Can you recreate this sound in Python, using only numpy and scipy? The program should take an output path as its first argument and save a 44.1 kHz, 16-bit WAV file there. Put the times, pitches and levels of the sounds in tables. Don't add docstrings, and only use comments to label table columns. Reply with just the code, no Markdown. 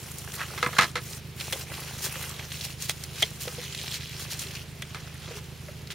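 import sys
import numpy as np
from scipy import signal
from scipy.fft import rfft, irfft, next_fast_len
from scipy.io import wavfile
from scipy.ndimage import uniform_filter1d, map_coordinates

SR = 44100
rng = np.random.default_rng(int(sys.argv[2]) if len(sys.argv) > 2 else 0)


def transcribe(signal):
    frames = np.atleast_2d(signal).T
    limited = np.clip(frames, -1, 1)
    pcm = np.round(limited * 32767).astype(np.int16)
    wavfile.write(sys.argv[1], SR, pcm)


N = 261954
TIME = np.arange(N) / SR
BRIEF = TIME[:SR // 4]

# f/Hz, level/dB
AIR_HISS = [(120, -15), (250, -13), (380, 1), (600, -8.5), (1200, -11.5), (2500, -8.5), (5000, -14),
            (10000, -28), (15000, -31.5)]
AIR_RUMBLE = [(15, -16), (40, -19.5), (90, -3.5), (180, -6.5), (400, -27), (1000, -46)]
# f/Hz, level/dB
EXHAUST_TONE = [(10, -52), (30, -41), (52, -14), (78, -1), (94, -1), (105, -6.5), (114, 8), (133, 0.5),
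                (158, 0.5), (181, -22), (210, -9.5), (250, -18.5), (350, -25.5), (700, -53), (1500, -67)]
CYLINDER_GAINS = [0.88, 0.53, 0.89]
# f/Hz, decay/s
ROW_ECHO = [(200, 0.031), (1500, 0.1), (10000, 0.011)]
# f/Hz, level/dB
LEAF_FLAP = [(150, -34), (300, -2), (420, 1.5), (700, -2.5), (1300, 1.5), (1900, -0.5), (3000, 1),
             (6000, -57)]
LEAF_RUB = [(900, -42), (1700, -8), (2400, -1.5), (3200, 1.5), (4500, 0.5), (6500, -1), (9000, -8),
            (15000, -17)]
LEAF_FIZZ = [(3000, -14.5), (6000, -7), (9000, -5), (12000, -6), (15500, -9)]
# t/s, length/s, rub level/dB, fizz over rub/dB, flap over rub/dB
HAND_MOVES = [(0.0, 0.39, -54.5, 6.5, -1), (0.361, 0.53, -47, 0, 0.5), (1.044, .13, -54, 8.5, -1.5),
              (1.425, 0.2, -48, 3.5, -1), (1.718, 0.27, -46, -0.5, -1), (2.034, 0.27, -45, 1, -0.5),
              (2.318, 0.13, -47.5, -4, -0.5), (2.523, 0.2, -45, -2, -11.5), (2.803, 0.56, -51.5, 0, -5.5),
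              (3.44, 0.11, -45.5, -0.5, -7.5), (3.614, 0.351, -41.5, -7.5, -11),
              (4.022, 0.16, -45, -7.5, -13), (4.186, 0.43, -46.5, -4.5, -4), (4.843, 0.34, -54, -6, -0.5),
              (5.24, 0.15, -48, -8.5, -1)]
# middle t/s, level/dB, length/s, centre f/Hz
LEAF_STROKES = [(.355, -39, .025, 9000), (0.415, -32, 0.037, 1360), (0.771, -29.5, 0.0077, 1360),
                (1.408, -35.5, .015, 3280), (2.048, -31, 0.042, 5730), (2.652, -34, .02, 4560),
                (2.836, -36.5, 0.05, 4640), (2.902, -34.5, 0.025, 4270), (3.218, -36.5, 0.083, 3460),
                (3.424, -36, 0.033, 5900), (3.951, -34.5, .04, 3450), (4.216, -38.5, 0.045, 5000),
                (4.324, -34.5, 0.032, 4000), (4.412, -35.5, 0.039, 4580), (5.373, -46, .03, 5000),
                (5.918, -36, 0.016, 2830)]
# t/s, level/dB, centre f/Hz
STEM_SNAPS = [(.1146, -27, 9050), (.183, -24, 9000), (.275, -27, 1520), (.338, -25, 9400),
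              (1.131, -26, 4540), (1.4082, -19.5, 3060), (1.8037, -27, 11000), (2.1241, -24.5, 9500),
              (2.1553, -22.5, 1780), (2.239, -25, 1900), (2.393, -22.5, 1920), (2.5182, -22, 2940),
              (2.609, -21.5, 4160), (2.8218, -18, 6480), (3.037, -21, 6570), (3.478, -22, 2900),
              (3.747, -21, 3300), (4.3922, -20, 7000), (4.5516, -25, 4450), (4.8215, -21.5, 2300),
              (5.8715, -31, 4280), (5.903, -23.5, 2800)]
# t/s, level/dB, treble (hardness)/dB, loss per bounce/dB, hollow note level/dB
BIN_KNOCKS = [(0.5773, -25.5, 3, 12, -52), (0.6276, -13, -2, 10, -19), (.662, -15.5, -8, 12.5, -32),
              (0.7288, -28, -1, 17, -37), (0.7843, -14, 21, 25, -49), (0.7873, -5.5, 1, 11, -20.5),
              (.81, -13.5, 7, 2.6, -44), (0.9554, -18.5, 3, 5.5, -24.5), (3.477, -36.5, 0, 5.5, -40),
              (4.946, -28.5, 2.5, 6.5, -45), (5.276, -34.5, -14, 10, -42), (5.684, -40, 2, 14, -45)]
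# f/Hz, width/Hz, level/dB
BIN_WALLS = [(170, 60, -9), (330, 70, -15), (740, 90, -18), (1000, 50, -2), (1275, 95, 3), (1685, 80, 0),
             (2100, 190, 0), (2600, 260, -6), (3500, 400, -8), (4330, 400, -11)]
# f/Hz, level/dB
GRIT_TONE = [(100, -14), (400, -6), (1000, 4), (2000, 0.5), (4000, -1.5), (8000, -12.5), (10500, -16),
             (15000, -26)]
# t/s, level/dB, f/Hz
FRUIT_DROPS = [(1.408, -39, 563), (1.528, -26, 525), (2.158, -33.5, 518), (3.228, -27, 431),
               (3.474, -22, 495), (3.582, -24.5, 496), (4.459, -37, 400), (5.307, -27, 470),
               (5.354, -34, 418), (5.682, -31, 580)]
# t/s, crunch level/dB, crunch decay/s, ring level/dB, wait until the blades meet/s
SHEAR_CUTS = [(1.5248, -16, 0.1, -20.5, .006), (2.8954, -9, 0.025, -19, 0.0012),
              (3.2239, -10, 0.03, -4.5, .0033), (4.821, -25.5, .04, -27, .003)]
# f/Hz, level/dB
STALK_TONE = [(120, -30), (300, -9), (500, -3.5), (1200, -5.5), (2600, 0), (5000, -5), (10000, -6),
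              (15000, -14)]
# f/Hz, width/Hz, level/dB
BLADE_NOTES = [(650, 450, -14), (2150, 350, -7), (3330, 480, 0), (6160, 700, -22)]
# f/Hz, side over mid/dB
STEREO_WIDTH = [(100, -11), (300, -17), (1000, -16), (2200, -14), (4500, -6.5), (9000, -3.9), (15000, -2.8)]
# f/Hz, left over right/dB
STEREO_BALANCE = [(100, -2.6), (500, -1.9), (1200, -1.2), (2500, -1.5), (5000, -.8), (9000, 1.3),
                  (14000, .4)]

FIRING_HZ = 26.2
ATTACK_S, RELEASE_S = 0.085, 0.032
STIR_DB, STIR_FIZZ_DB, STIR_FLAP_DB = -60, 2.5, -6
GRIP_DB, SLIP_DB = .8, 1.25
SWISH_OCTAVES, SWISH_AT_HZ, SWISH_WIDENS = 1, 3000, 0.57
TICKS_PER_S, TICK_OVER_FIZZ_DB, TICK_SPREAD_DB, TICK_HZ, TICK_OCTAVES = 3.7, 18.5, -0.5, 8000, 0.44
HOLLOW_HZ = 490.3
REBOUND_S, KNOCK_T60_S, REBOUND_T60_S = .0102, 0.055, 0.095
BLADE_T60_S, BLADE_BOUNCE_S, BLADE_LOSS_DB = 0.04, 0.0049, 6
NOTCH_HZ, TOP_HZ = 7950, 15800


def amp(db):
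    return 10 ** (np.asarray(db) / 20)


def unit(x):
    return x / np.sqrt(np.mean(x ** 2) + 1e-20)


def along(points, hz):
    freqs, values = np.transpose(points)
    return np.interp(np.log(hz + 1), np.log(freqs), values)


def fade(t60):
    return amp(-60 * BRIEF / t60)


def wobble(rate):
    return map_coordinates(rng.standard_normal(int(N * rate / SR) + 4), [TIME * rate])


def filtered(x, response):
    n = x.shape[-1]
    padded = 2 * next_fast_len(n // 2 + SR // 8)
    return irfft(rfft(x, padded) * response(np.fft.rfftfreq(padded, 1 / SR)), padded)[..., :n]


def causal(db):
    cepstrum = irfft(np.log(amp(db)))
    half = len(cepstrum) // 2
    cepstrum[1:half] *= 2
    cepstrum[half + 1:] = 0
    return np.exp(rfft(cepstrum))


def coloured(x, tone):
    return filtered(x, lambda hz: causal(along(tone, hz)))


def resonate(x, notes):
    return filtered(x, lambda f: sum(
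        (-1) ** k * amp(db) * 1j * f * width / (hz * hz - f * f + 1j * f * width)
        for k, (hz, width, db) in enumerate(notes)))


def chatter(t60):
    burst = rng.standard_normal(len(BRIEF)) * fade(t60)
    even = irfft(np.exp(1j * np.angle(rfft(burst))), len(BRIEF))
    return even * fade(2 * t60)


def note(hz, t60):
    return np.sin(2 * np.pi * hz * BRIEF) * fade(t60) * (1 - np.exp(-BRIEF / .005))


def struck(x, t60):
    return unit(x) * np.sqrt(np.mean(fade(t60) ** 2))


def add(track, s, x):
    start = max(round(s * SR), 0)
    track[start:start + len(x)] += x[:max(N - start, 0)]


def air():
    hiss = unit(coloured(rng.standard_normal(N), AIR_HISS))
    rumble = unit(coloured(rng.standard_normal(N), AIR_RUMBLE))
    return amp(-50.5) * hiss + amp(-52.0) * rumble


def engine(first_firing_s=0.02617):
    index = np.arange(int(N / SR * FIRING_HZ))
    time_jitter, size_jitter = rng.standard_normal((len(index), 2)).T
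    times = first_firing_s + index / FIRING_HZ + .00007 * time_jitter
    sizes = np.resize(CYLINDER_GAINS, len(index)) * amp(.4 * size_jitter)
    puffs = np.bincount(np.round(times * SR).astype(int), sizes, N)[:N]
    return amp(-43.0) * unit(coloured(puffs, EXHAUST_TONE))


def row_echo(x):
    hz, t, noise = signal.stft(rng.standard_normal(len(BRIEF)), SR, nperseg=256)
    decay = amp(-60 * t / along(ROW_ECHO, hz)[:, None])
    tail = signal.istft(noise * decay, SR, nperseg=256)[1]
    return signal.fftconvolve(x, tail / np.linalg.norm(tail))[:N]


def leaf_gains():
    def power(db, fizz_db, flap_db):
        return amp([[db], [db + fizz_db], [db + flap_db]]) ** 2

    total = power(STIR_DB, STIR_FIZZ_DB, STIR_FLAP_DB)
    for s, length, *levels in HAND_MOVES:
        swell = np.interp(TIME, [s - ATTACK_S, s, s + length, s + length + RELEASE_S], [0, 1, 1, 0])
        total = total + power(*levels) * swell ** 2
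    return np.sqrt(total)


def crinkle(tone, per_s, pitch_hz, spread_db, smooth):
    chance = rng.random((int(per_s * N / SR), 4))
    start = (chance[:, :1] * N).astype(int)
    hz = np.minimum(pitch_hz * 2 ** (2 * chance[:, 1:2] - 1), SR / 2)
    size = amp(spread_db * np.minimum(-np.log(1 - chance[:, 2:3]), 3.5))
    life = .5 + 2 * chance[:, 3:] ** 2
    step = np.arange(SR // 200)
    cycles = hz * step / SR
    decay = np.exp(-cycles / life) / np.sqrt(life) * (1 - step / len(step))
    clicks = size * np.sin(2 * np.pi * cycles) * decay
    buckles = np.bincount((start + step).ravel(), clicks.ravel(), N)[:N]
    return unit(coloured(unit(buckles) + smooth * rng.standard_normal(N), tone))


def patchy(x, depth_db):
    spectra = signal.stft(x, nperseg=512)[2]
    patches = uniform_filter1d(rng.standard_normal(spectra.shape), size=11, axis=0)
    patches = uniform_filter1d(patches, size=7, axis=1)
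    return signal.istft(spectra * amp(depth_db * unit(patches)), nperseg=512)[1][:N]


def leaves(grip_db):
    rub_gain, fizz_gain, flap_gain = leaf_gains() * amp(grip_db)
    flap = flap_gain * crinkle(LEAF_FLAP, per_s=250, pitch_hz=1030, spread_db=6.0, smooth=2.8)
    rub = rub_gain * crinkle(LEAF_RUB, per_s=700, pitch_hz=3690, spread_db=3.0, smooth=1)
    fizz = fizz_gain * crinkle(LEAF_FIZZ, per_s=1600, pitch_hz=9300, spread_db=2.5, smooth=1.4)
    return patchy(flap + rub + fizz, depth_db=2.0)


def swishes():
    out = np.zeros(N)
    middle = BRIEF[-1] / 2
    for s, db, length, centre_hz in LEAF_STROKES:
        octaves = SWISH_OCTAVES * (centre_hz / SWISH_AT_HZ) ** SWISH_WIDENS
        catches = unit(uniform_filter1d(rng.standard_normal(len(BRIEF)), size=90))
        grains = rng.standard_normal(len(BRIEF))
        grains *= amp(3.4 * rng.standard_normal(len(BRIEF)) + 2.55 * catches)
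        band = filtered(grains, lambda hz: 1 / (1 + (np.log2((hz + 1) / centre_hz) / octaves) ** 2))
        swell = np.exp(-2 * ((BRIEF - middle) / length) ** 2)
        add(out, s - middle, amp(db) * unit(band) * swell)
    return out


def fine_stems():
    count = int(TICKS_PER_S * N / SR)
    time_jitter, level_jitter, pitch_jitter = rng.standard_normal((count, 3)).T
    times = ((np.arange(count) + time_jitter) / TICKS_PER_S) % TIME[-1]
    fizz_db = 20 * np.log10(np.interp(times, TIME, leaf_gains()[1]))
    levels = fizz_db + TICK_OVER_FIZZ_DB + TICK_SPREAD_DB * level_jitter
    pitches = TICK_HZ * 2 ** (TICK_OCTAVES * pitch_jitter)
    return np.transpose([times, levels, pitches])


def snaps(stems):
    out = np.zeros(N)
    for s, db, centre_hz in stems:
        tear = chatter(.028) * (1 - np.exp(-BRIEF / .0015))
        click = resonate(tear, [(centre_hz, 0.61 * centre_hz, 0)])
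        softened = filtered(click, lambda hz: 1 / (1 + (hz / (3 * centre_hz)) ** 2))
        add(out, s, amp(db - 11) * struck(softened, 0.051))
    return out


def bin_contact(treble_db, t60):
    corner_hz = 2800 * amp(1.06 * treble_db)
    blow = filtered(chatter(t60), lambda hz: 1 / (1 + 1j * hz / corner_hz) ** 2)
    grit = amp(treble_db - 4.5) * unit(coloured(chatter(t60), GRIT_TONE))
    return struck(unit(resonate(blow, BIN_WALLS)) + grit, t60)


def bin_knocks(contacts=4):
    out = np.zeros(N)
    for s, db, treble_db, loss_db, hollow_db in BIN_KNOCKS:
        add(out, s, amp(hollow_db - 3.0) * note(HOLLOW_HZ, t60=.13))
        for k in range(contacts):
            contact = bin_contact(treble_db, REBOUND_T60_S if k else KNOCK_T60_S)
            add(out, s + k * REBOUND_S, amp(db - 3.5 - k * loss_db) * contact)
    return out


def fruit_thuds():
    out = np.zeros(N)
    for s, db, pitch_hz in FRUIT_DROPS:
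        scuff = resonate(chatter(0.091), [(pitch_hz, 220, 0), (2 * pitch_hz, 250, -10)])
        plop = unit(note(pitch_hz, t60=.075)) + amp(-8) * unit(scuff)
        add(out, s, amp(db - 9.5) * struck(plop, 0.13))
    return out


def blade_ring():
    contact = chatter(BLADE_T60_S / 2)
    ring = sum(resonate(resonate(contact, [(hz, width, 0)]), [(hz, width, db)])
               for hz, width, db in BLADE_NOTES)
    return struck(ring, BLADE_T60_S)


def shears(contacts=3):
    out = np.zeros(N)
    for s, crunch_db, t60, ring_db, closing_s in SHEAR_CUTS:
        crunch = struck(coloured(chatter(t60), STALK_TONE), t60)
        add(out, s, amp(crunch_db - 9.5) * crunch)
        for k in range(contacts):
            ring = amp(ring_db - 9 - k * BLADE_LOSS_DB) * blade_ring()
            add(out, s + closing_s + k * BLADE_BOUNCE_S, ring)
    return out


def picking(grip_db, stems):
    near = leaves(grip_db) + swishes() + bin_knocks() + fruit_thuds() + shears() + snaps(stems)
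    return near + amp(-15) * row_echo(near)


def scene():
    grip_db = GRIP_DB * wobble(30) + SLIP_DB * wobble(150)
    stems = np.vstack([STEM_SNAPS, fine_stems()])
    mid = picking(grip_db, stems) + air() + engine()
    side = filtered(picking(grip_db, stems), lambda hz: amp(along(STEREO_WIDTH, hz))) + amp(-8) * air()
    left_right = np.array([mid + side, mid - side])
    return filtered(left_right, lambda hz: amp(np.outer([.5, -.5], along(STEREO_BALANCE, hz))))


def record(dry):
    notched = filtered(dry, lambda hz: 1 - .9 * np.exp(-((hz - NOTCH_HZ) / 130) ** 2))
    return filtered(notched, lambda hz: hz < TOP_HZ)


dry = scene()
out = record(dry)
transcribe(out)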